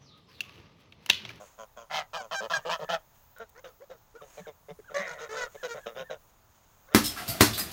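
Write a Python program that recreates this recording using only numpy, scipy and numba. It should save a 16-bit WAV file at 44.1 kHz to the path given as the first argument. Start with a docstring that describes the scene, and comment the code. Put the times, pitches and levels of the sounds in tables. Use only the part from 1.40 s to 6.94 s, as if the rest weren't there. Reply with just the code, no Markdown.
"""A flock of geese gabbles and honks a few metres from a phone on an open lawn.
Gabbles are slow flaps of the voice membranes ringing chest, windpipe and mouth; honks are stacks of
wavering partials. Thin squeaks are breathy whistles and chest hums are swelling low tones, and a
weak smeared echo follows all voices. Filtered noise makes air, rumble, rustling leaves and dry ticks
at the phone; slow pushes make the wind bumps."""
import sys
import numpy as np
from scipy import signal
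from scipy.io import wavfile
from scipy.ndimage import uniform_filter1d
from numba import njit

SR = 44100
rng = np.random.default_rng(int(sys.argv[2]) if len(sys.argv) > 2 else 0)


def boost(x):
    """Linear amplitude factor 10**(x/20) for a level x in decibels (scalar or array-like)."""
    u = np.asarray(x, float) / 20
    return 10 ** u


def unload_wav(signal):
    """Save mono or channel-first audio to the path in sys.argv[1] as 16-bit WAV at rate SR, clipped to [-1, 1]."""
    wavfile.write(
        sys.argv[1],
        SR,
        np.round(np.clip(np.atleast_2d(signal).T, -1, 1) * 32767).astype(np.int16),
    )


N = 244314


def unit(x):
    """Scale to rms 1."""
    return x / np.sqrt(np.mean(x ** 2) + 1e-18)


@njit
def moving_band(x, hz, width_hz):
    """State-variable band-pass with a moving centre, gain 1 at the centre."""
    y, band_state, low_state = np.empty(len(x)), 0., 0.
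    for i in range(len(x)):
        g, damping = np.tan(np.pi * hz[i] / SR), width_hz / hz[i]
        v = (band_state + g * (x[i] - low_state)) / (1 + g * (g + damping))
        band_state = 2 * v - band_state
        low_state += 2 * g * v
        y[i] = damping * v
    return y


def band(x, hz, width_hz):
    """Band-pass with a fixed centre."""
    return moving_band(x, np.full(len(x), 1. * hz), 1. * width_hz)


def walk(rate_hz, size):
    """Random levels, each held 1 / rate_hz seconds, then smoothed twice."""
    hold = max(int(SR / rate_hz), 1)
    steps = np.repeat(rng.standard_normal(size // hold + 1), hold)
    return uniform_filter1d(uniform_filter1d(steps, hold), hold)[:size]


def add(out, start_s, x):
    """Mix x into out from start_s."""
    i = int(start_s * SR)
    out[i:i + len(x)] += x[:len(out) - i]


def swell(hz, db, length_s):
    """One soft swell of a low tone."""
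    t = np.arange(int(length_s * SR)) / SR
    return boost(db) * np.sin(np.pi * t / length_s) ** 2 * np.sin(2 * np.pi * hz * t)


def call_effort(swell_s, length_s, onset_share, abrupt, attack_s):
    """Share of the call gone by, and its effort: fast opening, swell, then a release that steepens."""
    t = np.arange(int(1.2 * length_s * SR)) / SR
    swell_s = np.clip(swell_s, .001, .9 * length_s)
    rise = onset_share + (1 - onset_share) * np.sin(np.pi / 2 * np.minimum(t / swell_s, 1))
    release = np.maximum(t - swell_s, 0) / (length_s - swell_s)
    fall = boost(-26 * release ** abrupt)  # 26 dB down at length_s
    return t / length_s, np.minimum(t / attack_s, 1) * rise * fall


@njit
def membrane_flaps(hz, stretch, size):
    """A pulse at each wrap of the phase; every cycle has its own length and size."""
    pulses, phase, p, cycle = np.zeros(len(hz) + 1), np.empty(len(hz)), .97, 0
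    for i in range(len(hz)):
        step = hz[i] * stretch[cycle] / SR
        p += step
        if p >= 1:
            p, cycle = p - 1, cycle + 1
            # share the pulse between two samples so that it falls between them
            pulses[i] += size[cycle] * p / step
            pulses[i + 1] += size[cycle] * (1 - p / step)
        phase[i] = p
    return pulses[:-1], phase


# voices of the birds, by name: pipe_hz (windpipe), bill_hz, bill_db, treble_db,
# onset_share (effort at the opening), abrupt (exponent of the release)
BIRD_VOICES = {"slow": (591, 995, 10, -3, 0.17, 4), "loud": (645, 965, 8, -0.5, .5, 3),
               "blare": (730, 1975, 7.3, 0.67, 0.051, 2), "broad": (667, 1353, 9, -3.5, 0.52, 4),
               "mate": (543, 923, 10, -2.5, 0.5, 3.5), "thin": (519, 1403, 13.5, -3.5, 0.74, 3),
               "answer": (514, 1230, 3.8, 0.67, 0.098, 1.5), "dull": (498, 2152, 4, 2, 0.47, 3),
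               "chorus": (520, 1374, 8.5, -6.5, 0.24, 3), "deep": (585, 1915, 11, -6.5, .4, 5),
               "late": (545, 1480, 6.9, 2.1, 0.17, 2.9)}
# hoarseness by bird: hoarse (0 clear, 1 all breath)
HOARSENESS = {"slow": .3, "loud": .52, "blare": .62, "broad": .38, "mate": .48, "thin": .25, "answer": .47,
              "dull": .3, "chorus": .55, "deep": .6, "late": .5}


def gabble(swell_s, length_s, db, flap_hz, mouth_db, bird, modes):
    """Uneven flaps and puffs of air ring the chest, the windpipe and the mouth."""
    (pipe_hz, bill_hz, bill_db, treble_db, *shape), hoarse = BIRD_VOICES[bird], HOARSENESS[bird]
    _, gain = call_effort(swell_s, length_s, *shape, attack_s=.002)
    hz = flap_hz * (1 - .1 * (1 - gain))  # the pitch sags with the effort
    length_chance, size_chance = rng.standard_normal((200, 2)).T
    pulses, phase = membrane_flaps(hz, 1 + .045 * hoarse * length_chance, boost(5 * hoarse * size_chance))
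    puffs = np.exp(-phase / .5) * rng.standard_normal(len(hz))
    source = (1 - hoarse) * unit(pulses) + .8 * hoarse * unit(puffs)
    # the jet of air rasps more in the treble than the flaps do
    rasp = source + .9 * unit(puffs)

    # neck and bill move: resonances bend with the pitch and wander
    bend = (hz / hz.mean()) ** .45 * (1 + .04 * walk(30, len(hz)))
    # the neck stretches as the call starts, so the resonances slide down into place
    bend = bend * (1 + 0.14 * np.exp(-np.arange(len(hz)) / SR / 0.0028))

    def ring(x, f, width):
        """A resonance, passed twice to keep the valleys dark."""
        once = moving_band(x, f * bend, 1.0 * width)
        return moving_band(once, f * bend, 1.0 * width)

    chest = ring(ring(pulses, 186.4, 89), 181.7, 97)
    high_pass = signal.butter(4, 400, "high", fs=SR, output="sos")
    pipe = signal.sosfilt(high_pass, ring(source, pipe_hz, 244))
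    mouth = boost(bill_db) * ring(source, bill_hz, 60 + 400 * hoarse)  # a hoarse voice gapes wider
    # the treble grows faster than the level as the bird pushes harder
    effort = (gain / gain.max()) ** 0.52
    for k, (f, width, mode_db) in enumerate(modes):
        sign = (-1) ** k
        if k > 2:
            mouth += sign * boost(mode_db + treble_db) * effort * ring(rasp, f, width)
        else:
            mouth += sign * boost(mode_db) * ring(source, f, width * (0.57 + hoarse))
    # the open bill radiates a dip above its rasp
    mouth -= 0.87 * band(mouth, 8760, 3700)
    voice = unit(pipe) + boost(mouth_db) * unit(mouth) + boost(-19.0) * unit(chest)
    return boost(db) * gain * unit(voice)


# gabbles: start_s, swell_s, length_s, level_db (at full effort), flap_hz (at full effort),
# mouth_db (against the windpipe), bird
GABBLE_CALLS = [ (0.0, 0.0042, 0.069, -48.5, 103.3, -7.5, "slow"),
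                (0.064, .01, 0.16, -70, 107.5, 4, "slow"), (0.179, 0.0201, 0.086, -45, 111, -2, "slow"),
                (0.364, 0.014, 0.1, -46.5, 117.4, -2, "slow"),
                (0.498, 0.071, .15, -30, 159.9, 0.5, "blare"),
                (0.732, 0.015, 0.069, -34, 163.8, 2.5, "loud"),
                (0.801, 0.0064, 0.084, -43.5, 116.4, -3.5, "slow"),
                (0.911, 0.022, .06, -32.5, 164.4, 3, "loud"),
                (1.005, 0.034, 0.075, -34.5, 113.8, -4.5, "mate"),
                (1.098, .012, 0.12, -31.5, 162.5, 3, "loud"),
                (1.25, 0.024, 0.053, -33.5, 171.4, -4.5, "mate"),
                (1.293, 0.024, .085, -28, 168.9, 5, "loud"), (1.393, 0.0415, 0.064, -36, 154.8, -7, "mate"),
                (1.489, 0.026, 0.094, -28, 170.5, -3, "broad"),
                (1.962, 0.014, 0.052, -52.5, 102.5, 9.5, "thin"),
                (1.998, 0.017, .055, -41, 229.7, -3, "thin"),
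                (2.238, 0.0076, 0.088, -45.5, 176, -5.5, "answer"),
                (2.5, 0.0058, 0.075, -44.5, 175, -12, "answer"),
                (2.813, 0.011, 0.074, -47, 148.3, -10.5, "answer"),
                (2.972, 0.021, 0.048, -43.5, 149.5, -10.5, "dull"),
                (3.068, 0.013, .052, -41, 152.9, -13, "dull"),
                (3.284, 0.02, .047, -42.5, 149.4, -12.5, "dull"),
                (3.496, .012, 0.061, -47, 148.9, -7, "chorus"),
                (3.542, 0.061, 0.17, -36, 190.7, 6.5, "deep"),
                (3.685, 0.0087, 0.1192, -45.5, 159, -0.5, "deep"),
                (3.776, 0.026, 0.13, -42, 157.9, 1.5, "chorus"),
                (3.897, 0.098, 0.2, -38.5, 147.6, 0.8, "chorus"),
                (4.145, 0.0089, 0.029, -43.5, 147.5, -13, "dull"),
                (4.228, 0.011, 0.059, -37.5, 166.5, -1, "late"),
                (4.338, 0.036, 0.071, -40, 150.3, -7, "chorus"),
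                (4.459, 0.0075, 0.087, -35.5, 123.1, -7, "answer"),
                (4.547, 0.054, .1, -38, 131.8, -5.5, "late"),
                (4.697, 0.014, 0.076, -36.5, 159.4, -9.5, "late"),
                (5.512, 0.039, 0.16, -41, 159, 0.5, "chorus"), ]
# Resonances of upper windpipe and mouth, three tables: centre_hz, width_hz, level_db.
# Hoarseness scales the first three widths; the bird's treble_db and effort shift the later levels.
EARLY_MOUTH = [(985, 20, 8), (1295, 165, 8), (1700, 227, 3.5), (2502, 185, -5.5), (3034, 390, -1.5),
               (3820, 1330, -15), (4960, 1870, -15), (8400, 1930, -22), (12600, 14000, -37.5)]
# the birds that take over after the first outburst have a duller voice, weaker in the upper resonances
TAKEOVER_MOUTH = [(1043, 44, 4.5), (1358, 250, -4), (1720, 400, -2), (2396, 500, -21), (2956, 740, -11.5),
                  (3730, 320, -9.5), (5360, 1700, -23), (13850, 5500, -42.5)]
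# the slow-flapping bird has a hollow between two treble resonances
SLOW_BIRD_MOUTH = [(1000, 150, 6), (1407, 310, 7.5), (1880, 280, -7.5), (2430, 560, -6), (3190, 390, -1.5),
                   (4700, 1200, -19), (6500, 2000, -11)]
TAKEOVER_S = 1.8


def gabbles():
    """Each call rings the mouth of the bird that makes it."""
    out = np.zeros(N)
    for start_s, *call in GABBLE_CALLS:
        if call[-1] == "slow":
            modes = SLOW_BIRD_MOUTH
        elif start_s < TAKEOVER_S:
            modes = EARLY_MOUTH
        else:
            modes = TAKEOVER_MOUTH
        add(out, start_s, gabble(*call, modes))
    return out


# still air, far traffic and rumble: centre_hz, relative_db (balance of the noise bands)
AIR_BALANCE = [(20, 2.5), (40, -6.5), (100, -3.5), (150, -12.5), (320, -21), (950, -12), (2000, -28),
               (3700, -27.5), (8000, -35), (16000, -26)]


def open_air():
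    """Half-octave bands of noise whose levels flicker independently."""
    f, shape_db = np.transpose(AIR_BALANCE)
    air = 0
    for hz in 20 * 2 ** np.arange(0, 9.7, .5):
        flicker_db = (1.1 + 2.4 * (hz > 9000)) * walk(9, N)
        db = np.interp(np.log(hz), np.log(f), shape_db) + flicker_db
        noise = rng.standard_normal(N)
        air = air + boost(db) * band(band(noise, hz, hz / 2), hz, hz / 2)
    return boost(-63.5) * unit(air)


# bouts of rustling feet and leaves: middle_s, relative_db (before the layer's own level),
# half_length_s (from the middle to 1/e)
RUSTLE_BOUTS = [(0.0, -41.5, 0.12), (1.222, -54.5, 0.37), (2.968, -49, 0.13), (3.69, -55, 0.31),
                (4.264, -54.5, 0.31), (5.4, -62, 0.57)]


def rustle():
    """Grainy noise in a treble band and a lower one comes and goes in bouts above a faint floor."""
    t = np.arange(N) / SR
    bouts = boost(-70)
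    for middle_s, db, half_s in RUSTLE_BOUTS:
        bouts = bouts + boost(db) * np.exp(-((t - middle_s) / half_s) ** 2)
    stir = boost(4 * walk(12, N))
    grains = rng.standard_normal(N) * boost(2 * walk(90, N))
    bright = band(band(grains, 6000, 4800), 6400, 4200)
    low = boost(12.0) * band(grains, 860, 2000)
    return boost(-13.5) * unit(bright + low) * bouts * stir


# soft bumps of wind on the phone: start_s, level_db
WIND_BUMPS = [(0.708, -59), (3.999, -50)]


def wind_bumps():
    """Single slow pushes on the microphone."""
    out = np.zeros(N)
    for start_s, db in WIND_BUMPS:
        add(out, start_s, swell(23, db, length_s=0.085))
    return out


# kinds of honk, by name: swell_share (of the length), onset_share (effort at the opening),
# abrupt (exponent of the release), lift_share (of pitch, with effort), dull_db (per octave)
HONK_KINDS = {"squeal": (0.11, 0.52, 8.7, .005, 0.5), "lead": (0.58, 0.23, 4.2, 0.035, 2.8),
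              "soft": (0.179, 0.33, 2, 0.034, 0.092), "cry": (0.31, 0.35, 3.8, 0.021, 0.54),
              "clear": (0.32, 0.36, 4.7, 0.031, 0.26)}
# unsteadiness by kind: waver (scale of the pitch wander, as a share of pitch)
UNSTEADINESS = {"squeal": .003, "lead": .043, "soft": .033, "cry": .024, "clear": .009}
# resonances that colour honk overtones: centre_hz, relative_db (before the source slope)
OVERTONE_COLOUR = [(800, -14.5), (1100, -4.5), (1550, 5), (2000, 2.5), (2500, -3.5), (3300, 0), (5000, 4),
                   (7000, 2), (10000, -7.5), (15000, -10)]


def honk(length_s, db, start_hz, end_hz, upper_db, kind):
    """A fast flutter: a stack of partials; an unsteady honk is also duller."""
    (swell_share, onset_share, abrupt, lift, dull_db), waver = HONK_KINDS[kind], UNSTEADINESS[kind]
    gone, effort = call_effort(swell_share * length_s, length_s, onset_share, abrupt, attack_s=0.0011)
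    hz = (start_hz + (end_hz - start_hz) * gone) * (1 - lift * (1 - effort))
    turns = 2 * np.pi * np.cumsum(hz * (1 + waver * walk(124.5, len(hz)))) / SR
    f, shape_db = np.transpose(OVERTONE_COLOUR)
    k = np.arange(2, int(15000 / hz.max()))[:, None]
    # resonances colour the partials, and each higher one is weaker at the source
    colour_db = np.interp(np.log(k * hz), np.log(f), shape_db)
    gains = boost(colour_db - (9.0 + dull_db + 98 * waver) * np.log2(k))
    gains = gains / np.sqrt(np.sum(gains ** 2, axis=0))
    flicker = boost([3 * walk(60, len(hz)) for _ in k])
    # high partials smear into rasp, the more so the less steady the voice
    smear = np.array([walk(500, len(hz)) for _ in k])
    flicker = flicker * (1 + (.15 + 40 * waver) * k * hz / 4000 * smear)
    stack = np.sum(gains * flicker * np.cos(k * turns + .4 * k * k), axis=0)
    # breath roughens the flutter
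    breath = 1 + (.15 + 18 * waver) * walk(400, len(hz))
    first = (1 + breath) / 2 * np.sin(turns)
    return np.sqrt(2) * boost(db) * effort * (first + boost(upper_db) * breath * stack)


# clear honks: start_s, length_s, level_db (first partial at full effort), start_pitch_hz,
# end_pitch_hz (both before the lift with effort), overtones_db (against the first partial), kind
HONK_CALLS = [ (0.766, 0.063, -41.5, 822, 716, 0, "squeal"), (0.944, 0.07, -44, 801, 776, 9.5, "squeal"),
              (1.134, 0.055, -47.5, 832, 789, 14.5, "squeal"), (2.149, .06, -56.5, 423, 524, -0.5, "lead"),
              (2.24, 0.086, -57, 535, 419, -0.5, "soft"), (2.401, 0.049, -50, 453, 606, -14, "lead"),
              (2.495, 0.076, -48.5, 591, 422, -15.5, "soft"), (2.741, 0.042, -50.5, 409, 515, -13, "lead"),
              (3.389, 0.023, -44, 453, 372, -19.5, "soft"), (3.542, 0.096, -32.5, 576.7, 580.5, -6, "cry"),
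              (3.658, .11, -46.5, 479, 480.6, 2.5, "cry"), (3.799, 0.066, -43, 439.4, 483, -3, "clear"),
              (3.891, 0.12, -41, 433.6, 453, -2, "clear"), (3.964, .11, -41.5, 517, 474, 4, "clear"),
              (4.23, 0.054, -35.5, 512, 490, -7.5, "cry"), (4.28, 0.074, -41.5, 482, 459, 0, "clear"),
              (5.471, .06, -62.5, 482, 643, 0, "lead"), ]


def honks():
    """Each call is one gliding flutter."""
    out = np.zeros(N)
    for start_s, *call in HONK_CALLS:
        add(out, start_s, honk(*call))
    return out


# chest hums: time_s (8 ms after the hum begins), level_db, pitch_hz
CHEST_HUMS = [(1.166, -44.5, 145), (1.423, -46, 157), (2.999, -45, 177), (3.306, -43.5, 167.5),
              (3.589, -42, 191), (3.705, -49, 161), (4.35, -49.5, 140), (4.604, -47.5, 158)]


def chest_hums():
    """Short low tones that swell and fade."""
    out = np.zeros(N)
    for time_s, db, hz in CHEST_HUMS:
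        add(out, time_s - .008, swell(hz, db, length_s=0.049))
    return out


def squeak(length_s, top_hz, arch, db):
    """A thin breathy whistle with a faint octave; its pitch arches over before the middle."""
    gone = np.arange(int(length_s * SR)) / SR / length_s
    hz = top_hz * (1 - arch * (2 * (gone - 0.386)) ** 2)
    edges = np.minimum(np.minimum(gone / 0.075, (1 - gone) / 0.018), 1)
    gain = boost(db + 13.5 * gone ** 4) * edges  # swells by 13.5 dB, mostly late
    turns = 2 * np.pi * np.cumsum(hz * (1 + 0.012 * walk(300, len(hz)))) / SR
    breath = 1 + .8 * walk(250, len(hz))
    return np.sqrt(2) * gain * breath * (np.sin(turns) + boost(-22) * np.sin(2 * turns))


# thin squeaks before and between calls: start_s, length_s, top_pitch_hz,
# arch_share (fall of pitch half a length from the top), level_db (before the swell)
SQUEAK_CALLS = [(1.203, 0.054, 1767, .01, -64), (1.451, 0.033, 1750, .015, -60),
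                (2.752, 0.067, 1466, 0.18, -62.5), (3.015, 0.051, 1757, 0.095, -63),
                (3.443, 0.0599, 1650, .18, -60.5), (4.171, 0.066, 1785, 0.155, -58),
                (4.395, 0.069, 1680, 0.073, -59), (4.641, 0.063, 1800, 0.093, -59.5),
                (5.478, 0.036, 1485, .12, -68)]


def squeaks():
    """Each squeak is one arched whistle."""
    out = np.zeros(N)
    for start_s, *call in SQUEAK_CALLS:
        add(out, start_s, squeak(*call))
    return out


# small dry ticks close to the phone: start_s, relative_db (before a common 5 dB cut and the filter)
DRY_TICKS = [(1.985, -39.5), (1.9944, -55), (2.0942, -43), (2.0991, -45)]


def dry_ticks():
    """Bare clicks of treble noise with a short tail."""
    out = np.zeros(N)
    t = np.arange(int(.006 * SR)) / SR
    for start_s, db in DRY_TICKS:
        noise = band(rng.standard_normal(len(t)), 11700, 12000)
        add(out, start_s, boost(db - 5) * noise * np.exp(-t / 0.0012))
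    return out


def with_echo(voices):
    """Lawn and trees return a weak smeared echo: a decaying burst of noise after 4 ms."""
    t = np.arange(int(.3 * SR)) / SR
    echo = band(rng.standard_normal(len(t)), 487, 4000) * np.exp(-t / 0.02) * (t > .004)
    echo = echo / np.sqrt(np.sum(echo ** 2))
    return voices + boost(-22.5) * signal.fftconvolve(voices, echo)[:N]


def scene():
    """Flock with its echo, small sounds at the phone and the open air."""
    flock = with_echo(gabbles() + honks() + chest_hums() + squeaks())
    at_phone = wind_bumps() + dry_ticks()
    return (flock + at_phone + open_air() + rustle())[None]


# resonances of the microphone port: centre_hz, width_hz, added_db (filtered copy against the direct)
PORT_RESONANCES = [(6604, 696, 7.5), (15920, 2630, 14.5)]


def microphone_port(dry):
    """The port lifts two treble bands by adding resonant copies of the sound."""
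    return dry + sum(boost(db) * band(dry[0], hz, width) for hz, width, db in PORT_RESONANCES)


def low_pass(x):
    """Removes everything above the highest recorded frequency."""
    return signal.sosfilt(signal.butter(12, 15850, fs=SR, output="sos"), x)


def record(dry):
    """The phone on the lawn hears the scene through its microphone port."""
    mix = microphone_port(dry)
    return low_pass(mix)


dry = scene()
out = record(dry)
unload_wav(out)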